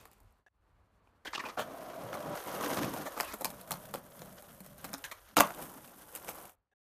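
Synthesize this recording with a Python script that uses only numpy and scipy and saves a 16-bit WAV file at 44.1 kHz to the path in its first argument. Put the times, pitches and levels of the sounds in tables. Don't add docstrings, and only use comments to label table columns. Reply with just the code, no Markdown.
import sys
import numpy as np
from scipy import signal
from scipy.fft import rfft, irfft, next_fast_len
from scipy.io import wavfile
from scipy.ndimage import uniform_filter1d, map_coordinates

SR = 44100
rng = np.random.default_rng(int(sys.argv[2]) if len(sys.argv) > 2 else 0)


def transcribe(signal):
    frames = np.atleast_2d(signal).T
    limited = np.clip(frames, -1, 1)
    pcm = np.round(limited * 32767).astype(np.int16)
    wavfile.write(sys.argv[1], SR, pcm)


def voltage_ratio(level):
    return 10 ** (np.asarray(level, float) / 20)


N = 307906
TIME_S = np.arange(N) / SR

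# pitch_hz, width_hz, level_db
DECK_MODES = [(182, 140, -4), (283, 122, 0.5), (592, 200, 0), (880, 130, 4.5), (1150, 235, 2),
              (1433, 614, -1)]
# pitch_hz, level_db (per Hz)
HISS_COLOUR = [(3240, -46.5), (5500, -12.5), (8560, -2.5), (12600, 1.5), (14500, 0), (15500, -33.5)]


def unit(x):
    return x / np.sqrt(np.mean(x ** 2) + 1e-20)


def along(points, hz):
    point_hz, value = np.transpose(points)
    return np.interp(np.log(hz + 1), np.log(point_hz + 1), value)


def curves(rows):
    s, *columns = np.transpose(rows)
    return [np.interp(TIME_S, s, column, left=-150, right=-150) for column in columns]


def wobble(rate):
    knots = rng.standard_normal(int(N * rate / SR) + 4)
    return map_coordinates(knots, [np.arange(N) * rate / SR])


def coloured(x, spectrum):
    size = next_fast_len(len(x) + 8192)
    gain = voltage_ratio(along(spectrum, np.fft.rfftfreq(size, 1 / SR)))
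    return unit(irfft(rfft(x, size) * gain, size)[:len(x)])


def ringing(f, modes):
    return sum((-1) ** k * voltage_ratio(db) * 1j * f * width / (hz * hz - f * f + 1j * f * width)
               for k, (hz, width, db) in enumerate(modes))


def rung(x, modes):
    size = next_fast_len(len(x))
    answer = ringing(np.fft.rfftfreq(size, 1 / SR), modes)
    return unit(irfft(rfft(x, size) * answer, size)[:len(x)])


def gravel(spike_db, lump_db, rate):
    stones = voltage_ratio(spike_db * np.minimum(rng.exponential(size=N), 5))
    return rng.standard_normal(N) * stones * voltage_ratio(lump_db * wobble(rate))


def rolling():
    # start_s, strength_db, rider_load_db
    stages = [
        [(1.248, -48, -20), (1.31, -60, 4), (1.42, -56, -22), (1.476, -43, 20), (1.57, -61.5, 23)],
        [(1.57, -47.5, -2), (1.69, -46.5, 4.5), (1.93, -44.5, 0), (2.17, -42.5, 6), (2.35, -40.5, 9.5)],
        [(2.35, -39, -18), (2.43, -46.5, -26), (2.47, -40.5, 4), (2.66, -35, 4), (2.75, -41.5, 7.5),
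         (2.82, -36.5, 10), (2.97, -42, 14), (3.1, -47.5, 2.5), (3.2, -42.5, -13)],
        [(3.2, -39.5, -16), (3.31, -59, -20), (3.46, -53.5, 3), (3.82, -53, 4), (3.96, -57, 5),
         (4.32, -56.5, 2.5), (4.68, -61, 7.5), (4.9, -54.5, 4.5), (5.06, -60.5, -10)],
        [(5.06, -58, -9), (5.2, -64.5, -16), (5.41, -62.5, 36)],
        [(5.41, -37.5, 6), (5.54, -52, 5), (5.59, -42.5, 4.5), (5.74, -51.5, 7.5), (5.87, -58, 8),
         (6.13, -56, 1.5), (6.35, -48.5, 1), (6.45, -51.5, 3), (6.557, -53.5, -1)],
    ]
    # boom_db, rasp_db, hiss_db, low_song_db, high_song_db
    ground = [
        (-28, -2.5, -3, -33, -20),
        (-7, -8.5, -8.5, -14, -0.5),
        (-7.5, -4, -4, -17.5, -13),
        (-13, 0, 4, 0.5, -2),
        (-17.5, 5.5, 4.5, -14.5, -13.5),
        (-6.5, -2, 4, -10.5, -10.5),
    ]
    # time_s, swell_db
    ridges = [(2.15, 7.5), (2.34, 0), (2.49, 3), (2.555, 3), (2.595, -1), (2.62, 0.5), (2.643, 4),
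              (2.708, 6.5), (2.745, 6), (2.777, 9), (2.834, 6), (2.855, 1.5), (2.941, 0), (2.975, 4),
              (3.02, 4.5), (3.501, 4), (3.605, 1.5), (3.637, -3), (3.662, -4.5), (3.69, 2), (3.735, 7),
              (3.881, -0.5), (3.975, 4), (4.02, -4.5), (4.092, -4.5), (5.577, -4), (5.625, 1.5),
              (6.157, 10), (6.294, 11)]
    axles_follow, bearings_follow, load_damps = 0.61, 0.55, 0.067
    ridge_s, deck_feels = 0.019, 0.55
    fade_s, fade_db_per_s2 = 6.435, 1589

    levels = np.full((6, N), -150.)
    for rows, (boom, rasp, hiss, low, high) in zip(stages, ground):
        db, load = curves(rows)
        on = db > -150
        mean = db[on].mean()
        swing = db - mean
        rasp_db = mean + rasp + axles_follow * swing
        hiss_db = mean + hiss + bearings_follow * swing - load_damps * load
        stage = np.array([db + boom + load, db, rasp_db, hiss_db, db + low + load, db + high])
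        levels[:, on] = stage[:, on]
    fade = fade_db_per_s2 * np.clip(TIME_S - fade_s, 0, None) ** 2
    jolt = sum(db * np.exp(-((TIME_S - s) / ridge_s) ** 2) for s, db in ridges)
    share = np.array([[deck_feels], [deck_feels], [1], [1], [0], [0]])
    return uniform_filter1d(levels, size=300, axis=1) - fade + share * jolt


def wheels():
    # pitch_hz, level_db (per Hz)
    boom_colour = [(41, -43.5), (70, -17), (150, -0.5), (225, -1), (295, 3), (364, -4), (420, -12.5),
                   (550, -32), (920, -120)]
    body_colour = [(180, -35.5), (300, 1.5), (405, 1.5), (496, 4.5), (606, -2), (963, 7), (1180, -9),
                   (1900, -15), (2470, -42.5), (4180, -120)]
    rasp_colour = [(820, -14.5), (1400, -1), (1890, -6.5), (2400, -13), (3200, -14), (4400, -14),
                   (6500, -12.5), (8450, -32.5), (14300, -120)]
    # pitch_hz, width_hz, level_db
    axle_modes = [(3130, 1400, 0)]

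    boom_db, body_db, rasp_db, hiss_db = rolling()[:4]
    bumps = 2 * wobble(50) + 0.7 * wobble(18)
    drive = gravel(spike_db=2, lump_db=1.0, rate=66)
    body = unit(0.57 * rung(drive, DECK_MODES[2:]) + 0.63 * coloured(drive, body_colour))
    boom = coloured(gravel(spike_db=-1.5, lump_db=3.5, rate=38), boom_colour)
    rasp = coloured(gravel(spike_db=2.5, lump_db=2.5, rate=750), rasp_colour)
    rasp = unit(rasp + 0.17 * rung(rung(rasp, axle_modes), axle_modes))
    hiss = coloured(gravel(spike_db=4.5, lump_db=2.5, rate=350), HISS_COLOUR)

    out = voltage_ratio(boom_db - 4.5 + 0.17 * bumps) * boom
    out += voltage_ratio(body_db - 1.3 + 0.43 * bumps) * body
    out += voltage_ratio(rasp_db - 5.0 + 0.82 * bumps + 2.0 * wobble(140)) * rasp
    out += voltage_ratio(hiss_db - 6.0 + 0.43 * bumps) * hiss
    return out


def song(hz, width_hz, lump_db):
    lowpass = signal.butter(2, width_hz / 2, fs=SR, output="sos")
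    slow = signal.sosfilt(lowpass, rng.standard_normal((2, N)))
    turn = 2 * np.pi * np.cumsum(hz * (1 + 0.045 * wobble(12))) / SR
    lumps = voltage_ratio(lump_db * wobble(14) + 0.84 * wobble(3.1))
    return unit(lumps * (slow[0] * np.cos(turn) + slow[1] * np.sin(turn)))


def deck():
    # time_s, pitch_hz
    stance = [(1.569, 739), (1.719, 669), (1.999, 643), (2.15, 608), (2.3, 560), (2.421, 550), (2.5, 624),
              (2.8, 523), (3.07, 610.6), (3.5, 610), (3.8, 635), (4.2, 615), (4.6, 570), (5.298, 631.5),
              (5.451, 858), (6.6, 878)]
    low_db, high_db = rolling()[4:]
    high_hz = np.interp(TIME_S, *np.transpose(stance))
    low_song = voltage_ratio(low_db - 4.0) * song(184, width_hz=95, lump_db=4.5)
    return low_song + voltage_ratio(high_db - 1.5) * song(high_hz, width_hz=95, lump_db=0.5)


def board(s):
    # pitch_hz, width_hz, level_db
    free = [(1787, 250, 12.5), (2433, 260, 4), (3200, 610, 0), (4200, 550, 0.5), (5950, 1560, -1)]
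    carried = [(1700, 500, 7), (2470, 1830, 5), (2630, 2660, 4.5), (4240, 13000, -13.5)]
    pressed = [(1580, 290, 8.5), (2380, 200, 3), (3300, 510, -5), (4200, 330, 1.5), (5240, 410, 0),
               (7100, 470, 1.5)]
    landed = [(1583, 180, 7.5), (2330, 250, 5), (2850, 300, 5), (3700, 330, 2.5), (4760, 760, -1.5),
              (6700, 720, 4.5)]
    changes = [
        1.55,
        3.22,
        3.3,
    ]
    if np.searchsorted(changes, s) % 2 == 0:
        return carried, DECK_MODES[1:2] + DECK_MODES[3:]
    if s > 5.35:
        return landed, DECK_MODES
    return (pressed if 3.4 < s < 5.0 else free), DECK_MODES


def contact(envelope, db, deck_db, grit_db, hz, axles, plank, needle=0):
    # pitch_hz, level_db (per Hz)
    grit_colour = [(3240, -35.5), (5500, -22), (6850, 9), (9010, 10), (13000, 12.5), (15300, 12),
                   (16400, -22.5)]

    def vary(modes):
        return [(c * (1 + rng.normal(0, 0.03)), w, g + rng.normal(0, 1.5)) for c, w, g in modes]

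    f = np.fft.rfftfreq(len(envelope), 1 / SR)
    push = rfft(envelope * rng.standard_normal(len(envelope)))
    push = push / np.sqrt(uniform_filter1d(np.abs(push) ** 2, size=70))
    edge = f * f / (f * f + 1500 ** 2)
    wood = ringing(f, vary(plank))
    steel = ringing(f, vary(axles)) * edge / (1 + (f / 7000) ** 4)
    struck = ringing(f, [(hz, 0.1 * hz, 8)])
    if hz < 1600:
        wood = wood + struck
    else:
        steel = steel + struck
    hard = push + needle * np.exp(-2j * np.pi * f * 0.0056)
    parts = [irfft(h) for h in (hard * wood, hard * steel, push * voltage_ratio(along(grit_colour, f)))]
    peaks = [np.sqrt(np.max(uniform_filter1d(p ** 2, size=180))) for p in parts]
    return sum(voltage_ratio(db + rel) * p / top for p, top, rel in zip(parts, peaks, (deck_db, 0, grit_db)))


def knocks():
    # start_s, axle_db, deck_rel_db, grit_rel_db, struck_hz
    joints = [(3.2002, -27.5, 1, -9, 1040), (3.2073, -28.5, 1.5, -1.5, 5060), (3.4457, -29, -2, 1.5, 1025),
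              (3.4538, -32, 1.5, 0, 5240), (3.7079, -42, 6, 9, 983), (3.7175, -34, -0.5, 3, 4200),
              (3.939, -42, 8.5, 2.5, 767), (3.948, -46.5, 15.5, -3, 534), (4.9317, -45, 3.5, 7, 1300),
              (4.9387, -34, -4, -7, 598), (6.2823, -45.5, 5, 0, 552), (6.2883, -40, 5.5, -9, 513)]
    blows = [(0.0542, -49, 0.5, -4, 447), (1.073, -65, 4, -25, 2440), (1.2555, -41, -1, -17, 1600),
             (1.333, -44, 11, -32, 1030), (1.5745, -54, 19.5, -21, 780), (2.13, -58, 25, -10, 610),
             (2.141, -41, -2, -22, 2146), (2.152, -52, 18, -8, 1150), (2.356, -52.5, 15, -1, 563),
             (2.204, -50.5, 10.5, -1, 507), (2.6095, -41.5, 8.5, -8, 1150), (2.7718, -33.5, 4, -22, 535),
             (2.832, -34, -29, -22, 965), (2.9379, -45, 11, 5, 1090), (2.9632, -52.5, 17, 6, 677),
             (3.316, -52, 4, -7, 1300), (3.3385, -50.5, 5, 11.5, 489), (3.41, -55, -7, 16.5, 610),
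             (4.2181, -46.5, 6.5, -30, 506), (4.8435, -48, 10, 8, 780), (4.848, -42.5, 2.5, -4, 2200),
             (5.0405, -38, -8, -22, 2960), (5.1145, -49, -18, -8, 2250), (5.473, -45.5, -3, -4, 880),
             (5.5054, -47.5, 11, -6, 700), (5.539, -50, -12, -14, 3080), (6.1511, -46.5, -5, 10.5, 880),
             (6.1603, -46, -3, 6, 855)]
    landing = [(5.3675, -22, 4.5, 3, 1290), (5.3779, -27, -4, -11.5, 2450), (5.3822, -33, 16, -14, 903),
               (5.3883, -25, -9.5, -4.5, 4840), (5.4, -28, 8.5, 1, 700), (5.405, -20, 6, 1, 1170),
               (5.4143, -31, 8.5, -6, 590)]
    ticks = [(1.277, -42.5, -1, -23, 1450), (1.379, -46, 5, -13, 1160), (1.579, -49.5, 5, -15, 800),
             (1.594, -44.5, 15, -8, 700), (1.601, -44, 7, 0, 3300), (2.04, -68, 1, -8, 1550),
             (2.088, -53, 0, -6, 3200), (2.463, -46.5, -4, -10, 2100), (2.638, -39.5, 4, -12, 2750),
             (2.648, -44, 0, -10, 3500), (2.703, -38, -3, -6, 2040), (2.745, -42, 0, 0, 9500),
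             (2.845, -39, 2, -11, 1200), (3.177, -48.5, 9, 3, 945), (3.188, -52, 7, 1, 910),
             (3.195, -50, 2, 6, 7000), (3.231, -49, 10, 6, 6030), (3.325, -46, -11, -6, 5600),
             (3.419, -46.5, 8, 2, 700), (3.7102, -44.5, 11.5, 6, 700), (3.7253, -43, 5.5, 0, 5590),
             (3.738, -46, 4, -6, 4340), (3.941, -41, 4, -3, 3300), (3.9565, -50, 11, 6, 3300),
             (3.9715, -53, 5, -8, 1700), (4.851, -52, 4, -3, 820.6), (4.946, -45.5, 7, 0, 6460),
             (5.37, -33, 4, -5, 2950), (5.4068, -20.5, 7, -4, 2330), (5.435, -44, -2, -10, 3100),
             (2.153, -57, 2, -2, 5500), (2.171, -50, 6, -9, 3200), (2.226, -53, -6, 0, 3200),
             (2.555, -46, 4, -8, 2950), (2.79, -38, 4, -9, 2000), (2.984, -49, 7, 0, 1460),
             (5.575, -61, 15, -10, 1306), (5.608, -58, 5, -6, 2204), (5.88, -59, 2, 0, 2800)]
    # start_s, level_db
    stones = [(0.1146, -64), (0.1323, -65), (0.203, -68), (3.503, -48.5), (3.613, -51.5), (3.855, -55.5),
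              (3.6754, -57), (4.1928, -55.5), (4.327, -61), (4.4232, -54), (4.6044, -52), (4.6628, -54),
              (4.7806, -58), (4.9813, -52.5), (5.525, -66), (5.547, -52), (5.624, -46.5), (5.668, -61),
              (5.845, -61), (5.876, -58), (6.2458, -53), (6.402, -60), (6.4538, -54), (6.495, -58)]
    out = []
    for rows, die_away_s in ((joints, 0.038), (blows, 0.064), (landing, 0.037), (ticks, 0.018)):
        out += [(*row, die_away_s) for row in rows]
    for s, db in stones:
        out.append((s, db, 1, 5, 700 * voltage_ratio(rng.normal(0, 1.7)), 0.042))
    return out


def contacts():
    # start_s, axle_db, deck_rel_db, struck_hz, length_s
    scuffs = [(1.2494, -46, 3, 1480, 0.016), (1.264, -39, -28, 3200, 0.018), (1.271, -40, -15, 1790, 0.017),
              (1.33, -38, -15, 1050, 0.024), (1.348, -31.5, -7, 2750, 0.014),
              (1.375, -41.5, 8, 1090, 0.011), (1.392, -33.5, -3.5, 1150, 0.018),
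              (1.437, -50, 13, 1120, 0.01), (1.45, -37.5, 0.5, 2470, 0.023), (1.486, -45, 4, 1230, 0.023),
              (1.5697, -50, 19, 623, 0.04), (1.584, -39, -11, 3130, 0.038), (1.607, -44.5, 5.5, 890, 0.026),
              (2.361, -64, 18, 547, 0.043), (3.0546, -42, 6.5, 620, 0.029),
              (3.165, -48.5, 12.5, 830, 0.025), (3.229, -50, 6, 1045, 0.017),
              (3.238, -44.5, -8, 2690, 0.025), (3.273, -48, -9, 2470, 0.019),
              (3.264, -45.5, -0.5, 1310, 0.081), (3.331, -45.5, 8, 473, 0.016),
              (3.406, -49.5, 13, 563, 0.016), (4.842, -51, 2, 780, 0.018),
              (5.0392, -39.5, -10.5, 1600, 0.024), (5.1128, -41, -0.5, 1150, 0.016),
              (5.361, -29, 0, 700, 0.033), (5.417, -45, -7, 3200, 0.049)]
    out = np.zeros(N + SR)
    t = np.arange(6144) / SR - 0.005
    lead = round(0.005 * SR)
    after = np.clip(t, 0, None)
    for s, db, deck_db, grit_db, hz, die_away_s in knocks():
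        chatter_db = 2.1 * np.minimum(rng.exponential(size=len(t) // 40 + 1), 3)
        rattle = voltage_ratio(chatter_db - 60 * after[::40] / np.clip(die_away_s, 0.004, 0.3))
        rattle = np.repeat(rattle, 40)[:len(t)]
        crack = voltage_ratio(-60 * after / 0.0028)
        blow = (1 - np.exp(-after / 0.00047)) * (0.071 * rattle + crack)
        hit = contact(blow, db + 0.074, deck_db, grit_db - 0.5, hz, *board(s), needle=1.3)
        out[round(s * SR) - lead:][:len(t)] += hit
    for s, db, deck_db, hz, length in scuffs:
        grit_db = -41 if s < 1.58 else -11 if s < 1.7 else -6.5
        u = after / length
        stroke = u ** 0.3 * np.exp(-1.2 * u ** 3) * voltage_ratio(1.9 * rng.exponential(size=len(t)))
        scrape = contact(stroke, db + 0.35, deck_db, grit_db, hz, *board(s))
        out[round(s * SR) - lead:][:len(t)] += scrape
    return out[:N]


def thuds():
    # start_s, level_db, pitch_hz
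    bends = [(1.579, -51, 126), (2.04, -41, 117), (2.659, -33, 282), (2.81, -29, 305), (3.335, -43, 213),
             (3.471, -44, 176.8), (3.591, -48.5, 186), (3.717, -41, 173), (4.321, -42, 182),
             (4.605, -42, 191), (4.939, -36.5, 271), (4.983, -58, 280), (5.367, -19.5, 298),
             (5.372, -29.5, 207.8), (5.4, -26.5, 206), (5.387, -29, 278), (5.4, -18.5, 283)]
    out, t = np.zeros(N), np.arange(SR // 2) / SR
    for s, db, hz in bends:
        cycles = hz * t
        level = voltage_ratio(db + 1.0 - 60 * cycles / 28)
        rise = 1 - np.exp(-cycles / 0.4)
        out[round(s * SR):][:len(t)] += level * rise * np.sin(2 * np.pi * cycles)
    return out


def wall(x):
    # pitch_hz, die_away_s (by 60 dB)
    echo_times = [(200, 0.028), (1000, 0.32), (3000, 0.17), (12000, 0.076)]
    out, hop = np.zeros(N + SR), SR // 4
    for start in range(0, N, hop):
        hz, t, z = signal.stft(rng.standard_normal(SR // 3), SR, nperseg=256)
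        decay = voltage_ratio(-60 * t / along(echo_times, hz)[:, None])
        tail = signal.istft(z * decay, SR, nperseg=256)[1]
        wet = signal.fftconvolve(x[start:start + hop], tail / np.linalg.norm(tail))
        out[start + 400:][:len(wet)] += wet
    return out[:N]


def scene_changes():
    # start_s, level_db
    bursts = [
        (0.464, -59.5),
        (6.715, -73),
    ]
    # pitch_hz, width_hz, level_db
    rattle_modes = [(330, 300, -8), (754, 88, 0), (1670, 93, 2), (1890, 50, -8), (2620, 90, -12),
                    (3750, 100, -18), (5810, 140, -20)]
    gate = sum(voltage_ratio(db - 300 * (TIME_S - s)) * (TIME_S > s) * (TIME_S < s + 0.021) for s, db in bursts)
    return gate * rung(rng.standard_normal(N), rattle_modes)


def crackle():
    # start_s, level_db
    snaps = [(0.012, -56), (0.035, -68), (0.075, -61), (0.085, -66), (0.163, -70), (0.182, -69),
             (0.218, -72), (0.232, -68), (0.245, -71), (0.259, -75), (0.307, -72), (0.324, -68),
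             (0.357, -80), (0.385, -79)]
    envelope, t = np.zeros(N), np.arange(SR // 20) / SR
    for s, db in snaps:
        envelope[round(s * SR):][:len(t)] += voltage_ratio(db - 60 * t / 0.017)
    return envelope * coloured(rng.standard_normal(N), HISS_COLOUR)


def air():
    # time_s, level_db
    hum = [
        [(0.0, -61), (0.09, -69), (0.29, -72.5), (0.4, -76), (0.49, -100)],
        [(0.492, -100), (0.55, -84), (0.672, -75), (1.156, -72.5), (1.26, -74.5)],
    ]
    # time_s, level_db
    wind = [(0, -66), (.13, -70), (.26, -58), (.49, -87), (.62, -70), (1.9, -68.5), (2.25, -69), (2.7, -67),
            (3.6, -63), (4.4, -69), (4.78, -64), (5.05, -64), (5.28, -66.5), (5.55, -66.5), (6.15, -72.5),
            (6.36, -66), (6.5, -73), (6.74, -93)]
    # pitch_hz, level_db (per Hz)
    gust_colour = [(12, -37.5), (20, -12.5), (27, -14), (48, -0.5), (110, -8), (140, -49), (240, -120)]
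    town_colour = [(59, -38), (100, -12), (198, -12.5), (319, -17), (642, -16.5), (692, -17), (1150, -16),
                   (3500, -37.5), (4550, -36), (7700, -120)]
    rustle_colour = [(1470, -17), (2500, -2.5), (3610, -7.5), (4710, -9), (13500, -12), (14500, -18)]
    rustle_rel_db = [-9.5, -11.5]
    rustle_dies_s = [0.16, 0.03]

    thump = voltage_ratio(-67 - 60 * (TIME_S - 5) / 0.11) * (TIME_S > 5)
    gusts = voltage_ratio(curves(wind)[0] + 1.8 * wobble(7.6))
    out = (gusts + thump) * coloured(rng.standard_normal(N), gust_colour)
    for rows, rel_db, dies_s in zip(hum, rustle_rel_db, rustle_dies_s):
        town_db, = curves(rows)
        rustle_db = town_db + rel_db + 9 * np.exp(-np.abs(TIME_S - rows[0][0]) / dies_s)
        out += voltage_ratio(town_db + 2.9 + 0.7 * wobble(15)) * coloured(rng.standard_normal(N), town_colour)
        out += voltage_ratio(rustle_db + 2.0 * wobble(39.5)) * coloured(rng.standard_normal(N), rustle_colour)
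    last_db = np.interp(TIME_S, [6.5, 6.54, 6.72, 6.735], [-150, -80.0, -93.5, -150])
    return out + voltage_ratio(last_db) * coloured(rng.standard_normal(N), town_colour)


def scene():
    steady = wheels() + deck() + air() + scene_changes() + crackle()
    hits = contacts() + thuds()
    mono = hits + voltage_ratio(-15) * wall(hits) + steady
    return np.array([mono, mono])


def low_pass(x):
    return signal.sosfilt(signal.butter(12, 16640, fs=SR, output="sos"), x)


def record(dry):
    # start_s, end_s, level_db
    dips = [
        (5.347, 5.3684, -14),
    ]
    f = np.fft.rfftfreq(N, 1 / SR)
    dip_db = sum(db * (TIME_S > start) * (TIME_S < end) for start, end, db in dips)
    dipped = dry * voltage_ratio(uniform_filter1d(dip_db, size=40))
    top = voltage_ratio(along([(14600, -2.5), (15100, -9.0), (15350, -24), (16400, -17.5), (16700, -95.5)], f))
    apart = voltage_ratio(along([(1500, -79.5), (3000, -45.0), (10000, -42.5), (13000, -19.5)], f))
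    apart = apart * [[1j], [-1j]]
    mix = irfft(rfft(dipped) * top * (1 + apart), N)
    return low_pass(mix)


dry = scene()
out = record(dry)
transcribe(out)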